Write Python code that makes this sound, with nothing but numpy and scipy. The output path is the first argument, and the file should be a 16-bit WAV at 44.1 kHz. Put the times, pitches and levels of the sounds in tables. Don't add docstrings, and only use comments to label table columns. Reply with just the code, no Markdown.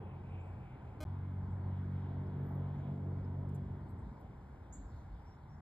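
import sys
import numpy as np
from scipy import signal
from scipy.fft import rfft, irfft, next_fast_len
from scipy.io import wavfile
from scipy.ndimage import uniform_filter1d

SR = 44100
rng = np.random.default_rng(int(sys.argv[2]) if len(sys.argv) > 2 else 0)


def master(y):
    cut = np.clip(np.atleast_2d(y).T, -1, 1)
    pcm = np.round(cut * 32767)
    wavfile.write(sys.argv[1], SR, pcm.astype(np.int16))


N = 247401
TIME = np.arange(N) / SR


def undb(db):
    return 10 ** (np.asarray(db) / 20)


def unit(x):
    return x / np.sqrt(np.mean(x ** 2))


def curves(table):
    times, *columns = np.transpose(table)
    return [np.interp(TIME, times, column) for column in columns]


def wander(rate_hz):
    hold = int(SR / rate_hz)
    steps = np.repeat(rng.standard_normal(N // hold + 1), hold)
    return 1.2 * uniform_filter1d(uniform_filter1d(steps, hold), hold)[:N]


# frequency in Hz, side minus mid level in dB.
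STEREO_WIDTH = [(40, -36), (100, -28.5), (200, -17), (380, -10.5), (570, -10), (900, -12), (1300, -6.5),
                (2200, -11), (4500, -11), (8000, -14.5), (14000, -9)]
def air_noise(spectrum, flutter_db):
    size = next_fast_len(N)
    log_hz = np.log2(np.maximum(np.arange(size // 2 + 1) * SR / size, 1))
    hz, db = np.transpose(spectrum)
    width_hz, width_db = np.transpose(STEREO_WIDTH)
    colour = undb(np.interp(log_hz, np.log2(hz), db, left=-np.inf, right=-np.inf))
    mid, side = rfft(rng.standard_normal((2, size))) * colour
    side = side * undb(np.interp(log_hz, np.log2(width_hz), width_db))
    pair = np.array([mid + side, mid - side])
    out = 0
    for octave in range(3, 14):
        band = np.floor(log_hz) == octave
        flutter = undb(flutter_db * wander(12))
        if colour[band].any():
            out = out + irfft(pair * band, size)[:, :N] * flutter
    return out / np.sqrt(np.mean(out.mean(axis=0) ** 2))


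def trees(x, early_t60, late_t60, late_db, wet_db):
    t = TIME[:SR]
    decay = undb(-60 * t / early_t60) + undb(late_db - 60 * t / late_t60)
    shared, own = rng.standard_normal(SR), rng.standard_normal((2, SR))
    echo = (shared + 0.87 * own) * decay
    echo *= undb(wet_db) / np.sqrt(np.sum(echo[0] ** 2))
    return x + signal.fftconvolve(x[None], echo, axes=1)[:, :N]


# frequency in Hz, relative spectral density in dB.
LEAF_SPECTRUM = [(200, 4.5), (1000, 8), (2600, -7.5), (3600, -5), (5200, -4.5), (6000, -7.5), (7200, -9),
                 (9700, -14.5), (13000, -15), (16000, -21)]
FAR_TRAFFIC_SPECTRUM = [(15, -32.5), (25, -18), (35, -13), (48, -2), (62, -2), (80, -2.5), (110, -10),
                        (135, -12), (190, -21.5), (270, -32)]
def outdoors(hiss_db=-81, rumble_db=-53):
    leaves = air_noise(LEAF_SPECTRUM, flutter_db=1) * undb(hiss_db)
    return leaves + air_noise(FAR_TRAFFIC_SPECTRUM, flutter_db=3.5) * undb(rumble_db)


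# frequency in Hz, relative spectral density in dB.
RECEDING_SPECTRUM = [(200, -12.5), (300, -2), (430, 2.5), (600, -9.5), (800, -4), (1300, -21.5)]
def earlier_traffic(level_db=-58.5, fade_s=1.1):
    return air_noise(RECEDING_SPECTRUM, flutter_db=3.5) * undb(level_db) * np.exp(-(TIME / fade_s) ** 2)


# frequency in Hz, relative spectral density in dB.
HOARSE_SPECTRUM = [(1900, -16), (2330, 1.5), (2650, -0.5), (2950, -10.5), (3300, -14), (4000, -30.5)]
def hoarse_call(peak_s=0.35, half_width_s=0.6, level_db=-72):
    swell = np.exp(-((TIME - peak_s) / half_width_s) ** 2)
    return air_noise(HOARSE_SPECTRUM, flutter_db=4) * undb(level_db) * swell


def whistle(notes, depth_hz, warble_hz=290, uneven=.2, arch=0, scoop=0, scoop_s=.008, lean=.7):
    song = np.zeros(N)
    warble_rate = warble_hz * (1 + uneven * wander(300))
    for start, length, pitch, glide, db in notes:
        span = np.flatnonzero((TIME >= start) & (TIME < start + length))
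        progress = (TIME[span] - start) / length
        bend = glide * (progress - .5) - arch * (2 * progress - 1) ** 2
        onset_dip = scoop * np.exp(-progress * length / scoop_s)
        warble = depth_hz * np.sin(2 * np.pi * np.cumsum(warble_rate[span]) / SR)
        phase = 2 * np.pi * np.cumsum(pitch * (1 + bend - onset_dip) + warble) / SR
        envelope = undb(db) * np.sin(np.pi * progress ** lean)
        song[span] += envelope * (np.sin(phase) + undb(-32) * np.sin(2 * phase))
    return song


def twitters(start_s, length_s, level_db, count, low_hz=3000, high_hz=5000, glide=-.03):
    notes = [(start_s + when * length_s, 0.04 + 0.089 * length,
              low_hz + (high_hz - low_hz) * pitch ** 2, glide, level_db)
             for when, length, pitch in rng.random((count, 3))]
    return whistle(notes, depth_hz=450)


# start in seconds, length in seconds,
# pitch in Hz, glide as a share of pitch, level before the echo in dB.
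FAR_NOTES = [(.28, 0.055, 8400, 0, -99), (.38, .14, 7800, 0, -98), (1.5, 0.043, 7570, -.04, -94),
             (3.8, .12, 4380, -.05, -95), (4.0, 0.11, 3700, -.05, -90), (4.62, .06, 3650, 0, -90),
             (4.74, 0.1, 3750, 0, -91), (4.85, 0.12, 4950, -0.067, -93), (4.905, 0.032, 3750, -.15, -86),
             (4.91, .14, 3950, -.2, -88.5), (5.1, 0.2, 4980, .07, -95), (5.13, 0.075, 3430, -.05, -89),
             (5.28, 0.12, 3600, -.04, -94)]
PIPING_NOTES = [(0, .12, 3290, 0, -79.5), (0, .26, 2305, 0, -84), (.13, .12, 3280, 0, -88),
                (.16, .14, 2845, 0, -89), (.17, .06, 3720, 0, -87), (.275, .05, 3760, 0, -87),
                (.35, .23, 2302, 0, -78.5), (.5, .18, 2620, 0, -87)]
def far_birds():
    song = whistle(FAR_NOTES, depth_hz=400, warble_hz=220, uneven=0.93)
    song += twitters(start_s=0, length_s=N / SR, level_db=-96, count=55)
    song += twitters(start_s=4.65, length_s=.85, level_db=-97, count=22)
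    piping = whistle(PIPING_NOTES, depth_hz=12)
    piping = trees(piping, early_t60=.4, late_t60=1, late_db=-13, wet_db=-5)
    return trees(song, early_t60=0.45, late_t60=1, late_db=-13, wet_db=8) + piping


# start in seconds, length in seconds,
# pitch in Hz, glide as a share of pitch, level before the echo in dB.
CHIP_NOTES = [(4.724, 0.026, 7190, 0.083, -54.5)]
WHISTLE_NOTES = [(5.252, .14, 5480, -.06, -80), (5.483, 0.11, 5490, -.05, -82)]
PEEP_NOTES = [(.395, 0.049, 7350, .01, -88), (2.775, .035, 6680, 0, -85.5), (4.955, .09, 6100, -.11, -85),
              (5.255, 0.078, 7370, -.04, -94), (5.338, .045, 6900, -.06, -90), (5.5, 0.14, 6860, -.05, -91)]
def near_birds():
    chip = whistle(CHIP_NOTES, depth_hz=470, arch=0.022)
    whistles = whistle(WHISTLE_NOTES, depth_hz=90, arch=.008, scoop=.09, scoop_s=.006, lean=0.6)
    peeps = whistle(PEEP_NOTES, depth_hz=12)
    thin_song = trees(whistles + peeps, early_t60=.3, late_t60=.85, late_db=-18, wet_db=-6)
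    return trees(chip, early_t60=0.25, late_t60=0.85, late_db=-17, wet_db=1) + thin_song


# peak time in seconds, half-width in seconds,
# centre frequency in Hz, bandwidth in Hz, level in dB.
RUSTLE_BURSTS = [(2.27, 0.0068, 5000, 700, -85), (2.495, .1, 12600, 3000, -85),
                 (2.74, 0.035, 12500, 2400, -95), (3.25, 0.0054, 5107, 694, -79),
                 (3.494, 0.0035, 8600, 5500, -78), (3.494, .005, 5140, 600, -78.5),
                 (3.555, 0.013, 7440, 3600, -78), (3.555, .011, 11800, 2400, -79),
                 (3.9, 0.024, 8400, 1300, -86), (3.903, .018, 12800, 3200, -87),
                 (3.995, 0.024, 8100, 1500, -88), (4.21, 0.02, 13000, 3200, -87),
                 (4.213, .002, 10500, 10000, -77)]
BUMP_BURSTS = [(4.06, 0.04, 69, 34.7, -46), (4.785, 0.032, 248, 109, -54.5)]
def noise_bursts(table, grain_db):
    out = np.zeros(N)
    for peak_s, half_width_s, hz, bandwidth, db in table:
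        edges = np.clip([hz - bandwidth / 2, hz + bandwidth / 2], 20, .45 * SR)
        noise = signal.sosfilt(signal.butter(3, edges, "band", fs=SR, output="sos"), rng.standard_normal(N))
        grainy = unit(noise * undb(grain_db * wander(370)))
        out += grainy * undb(db) * np.exp(-((TIME - peak_s) / half_width_s) ** 2)
    return out


def passing(lead_s, fall_db, nearest_s=2.75, pass_s=0.98):
    distance = np.hypot(1, (TIME - nearest_s + lead_s) / pass_s)
    return undb(-fall_db * np.log10(distance))


# frequency in Hz, relative spectral density in dB.
BODY_SPECTRUM = [(150, -10.5), (245, 4), (330, -1), (420, -2.5), (530, -5.5), (680, -5.5), (900, -25),
                 (1500, -46)]
RUSH_SPECTRUM = [(450, -20.5), (660, -5.5), (790, 2), (900, 2), (1030, 0.5), (1170, -10.5), (1400, -29)]
SWISH_SPECTRUM = [(950, -15), (1200, 0.5), (1500, 0), (1850, -6.5), (2200, -8), (2600, -20.5), (4000, -47)]
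TREAD_SPECTRUM = [(2000, -1.5), (2400, 1.5), (2750, -1.5), (3350, 0.5), (3900, -7), (4600, -19.5),
                  (6000, -21)]
# time in seconds, relative level in dB.
RUSH_SURGES = [(0, -62.5), (.55, -62.5), (.87, -65.5), (1.14, -56.5), (1.26, -63), (1.5, -58.5),
               (1.69, -58.5), (1.94, -63), (2.06, -58.5), (2.18, -58.5), (2.36, -60.5), (2.52, -58.5),
               (2.68, -57), (2.95, -62), (3.12, -60.5), (3.45, -61), (3.63, -63), (3.8, -61.5),
               (4.1, -61.5), (4.55, -64), (5.61, -64.5)]
def body_and_tyres(roar_db=-54, rush_db=-2, swish_db=-68, hiss_db=-78, pan_db=1.1):
    roar = air_noise(BODY_SPECTRUM, flutter_db=1.8) * undb(roar_db) * passing(lead_s=-0.067, fall_db=26)
    rush = air_noise(RUSH_SPECTRUM, flutter_db=0.44) * undb(rush_db + curves(RUSH_SURGES)[0])
    swish = air_noise(SWISH_SPECTRUM, flutter_db=1) * undb(swish_db) * passing(lead_s=0.66, fall_db=8.5)
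    hiss = air_noise(TREAD_SPECTRUM, flutter_db=2) * undb(hiss_db) * passing(lead_s=0.35, fall_db=21)
    pan = undb(np.array([[pan_db], [-pan_db]]) / 2)
    return (roar + rush + swish) * pan + hiss


# multiple of the firing rate, relative level in dB.
DRONE_ORDERS = [(1, -32), (3, 0.5), (4, -5.5), (5, -11), (6, -18), (7, -30), (8, -19), (9, -27), (10, -31)]
def exhaust_drone(firing_phase, waver_db=2.05, drift_rad=0.27, dulling_db=0.5):
    drone = 0
    for order, db in DRONE_ORDERS:
        gain = undb(db + waver_db * wander(12))
        dulling = passing(lead_s=0, fall_db=dulling_db * max(order - 4, 0))
        phase = round(order) * firing_phase + 2 * np.pi * rng.random() + drift_rad * wander(3)
        drone += gain * dulling * np.cos(phase)
    return unit(drone)


# time in seconds, relative level of the second-order boom
# in dB, relative level of the drone in dB.
EXHAUST_LEVELS = [(0.0, -50.5, -46.5), (0.4, -44, -55.5), (0.83, -55, -59.5), (0.98, -48, -61),
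                  (1.05, -40, -48.5), (1.25, -42.5, -49), (1.42, -43, -47), (1.68, -39.5, -46.5),
                  (2.15, -43, -44.5), (2.5, -45.5, -41.5), (2.62, -40.5, -42), (2.75, -47.5, -44.5),
                  (2.89, -47.5, -40.5), (3.1, -40.5, -44.0), (3.62, -45.5, -44), (3.8, -51, -46.5),
                  (4.15, -51.5, -59), (4.55, -55.5, -62.5), (5.2, -58, -60), (5.61, -56, -64)]
# frequency in Hz, relative spectral density in dB.
RUMBLE_SPECTRUM = [(45, -30.5), (70, -5.5), (88, -3.5), (110, -4.5), (132, -2), (160, -10), (200, -9.5),
                   (260, -20), (330, -22.5), (500, -40)]
TOP_FIRING_HZ, FASTEST_S, SAG_HZ_PER_S2 = 47.02, 2.85, .25
CLEAR_ABOVE_DB, CLEAR_RANGE_DB, LEAST_SMEAR = -47, 2, .03
def exhaust(jitter=0.0031, hum_db=0.52, rumble_db=0.06, firing_scatter_db=.85):
    firing_hz = TOP_FIRING_HZ - SAG_HZ_PER_S2 * (TIME - FASTEST_S) ** 2
    phase = 2 * np.pi * np.cumsum(firing_hz * (1 + jitter * wander(15))) / SR
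    boom_gain, drone_gain = undb(curves(EXHAUST_LEVELS))
    hum = unit(np.cos(2 * phase)) * boom_gain + exhaust_drone(phase) * drone_gain
    hum *= undb(hum_db + firing_scatter_db * wander(2 * TOP_FIRING_HZ))
    strength = uniform_filter1d(np.hypot(boom_gain, drone_gain), SR // 8)
    clarity = np.exp((20 * np.log10(strength) - CLEAR_ABOVE_DB) / CLEAR_RANGE_DB)
    smear = np.clip(LEAST_SMEAR + 1 / (0.5 + clarity), 0, 1)
    rumble = air_noise(RUMBLE_SPECTRUM, flutter_db=2.5) * strength * undb(rumble_db)
    return hum * np.sqrt(1 - smear) + rumble * np.sqrt(smear)


def scene():
    nearby = noise_bursts(RUSTLE_BURSTS, grain_db=3.5) + noise_bursts(BUMP_BURSTS, grain_db=-1.5)
    vehicle = exhaust() + body_and_tyres()
    return vehicle + earlier_traffic() + outdoors() + near_birds() + far_birds() + hoarse_call() + nearby


# frequency in Hz, lead of the left channel in radians.
PHASE_LEAD = [(0, 0), (150, -.02), (300, -.22), (550, -.95), (850, -.4), (1200, -.7), (1650, -.55),
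              (2000, .7), (2550, 2.3), (3100, 1.6), (3900, .85), (5000, 1.45), (5900, 3.2), (6700, 4.4),
              (7200, 6.1), (7600, 6.28)]
def stereo_phase_shift(field):
    hz = np.arange(N // 2 + 1) * SR / N
    half_turn = np.exp(.5j * np.interp(hz, *np.transpose(PHASE_LEAD)))
    return irfft(rfft(field) * np.array([half_turn, 1 / half_turn]), N)


# time in seconds, relative level in dB.
BUZZ_LEVELS = [(1.005, -42.5), (1.015, -43), (1.023, -47), (1.029, -42), (1.034, -36), (1.04, -43)]
BUZZ_S, MUTE_S, RESUME_S = 1.0052, 1.0398, 1.0516
def buzz_and_dropout(x, block_s=.001088, knock_hz=612, knock_gain=.7, uneven_db=2.5, ragged=.3):
    block = np.floor((TIME - BUZZ_S) / block_s).astype(int)
    sizes, offsets = rng.standard_normal((2, N))[:, block]
    steps = (block % 3 == 0) * undb(uneven_db * sizes) + ragged * offsets
    steps *= (block >= 0) * (TIME < MUTE_S) * undb(curves(BUZZ_LEVELS)[0])
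    buzz = signal.lfilter(*signal.butter(1, knock_hz / 2, "high", fs=SR), steps)
    knock = knock_gain * signal.lfilter(*signal.iirpeak(knock_hz, Q=5, fs=SR), buzz)
    gate = uniform_filter1d(1. * ((TIME < MUTE_S) | (TIME > RESUME_S)), size=3)
    return (x + buzz + knock) * gate


def record(dry, fade_s=.005, top_hz=15600):
    ends = np.clip(np.minimum(TIME, TIME[-1] - TIME) / fade_s, 0, 1)
    heard = stereo_phase_shift(dry * np.sin(ends * np.pi / 2) ** 2)
    low_pass = signal.ellip(8, .2, 70, top_hz, fs=SR, output="sos")
    return signal.sosfilt(low_pass, buzz_and_dropout(heard))


dry = scene()
out = record(dry)
master(out)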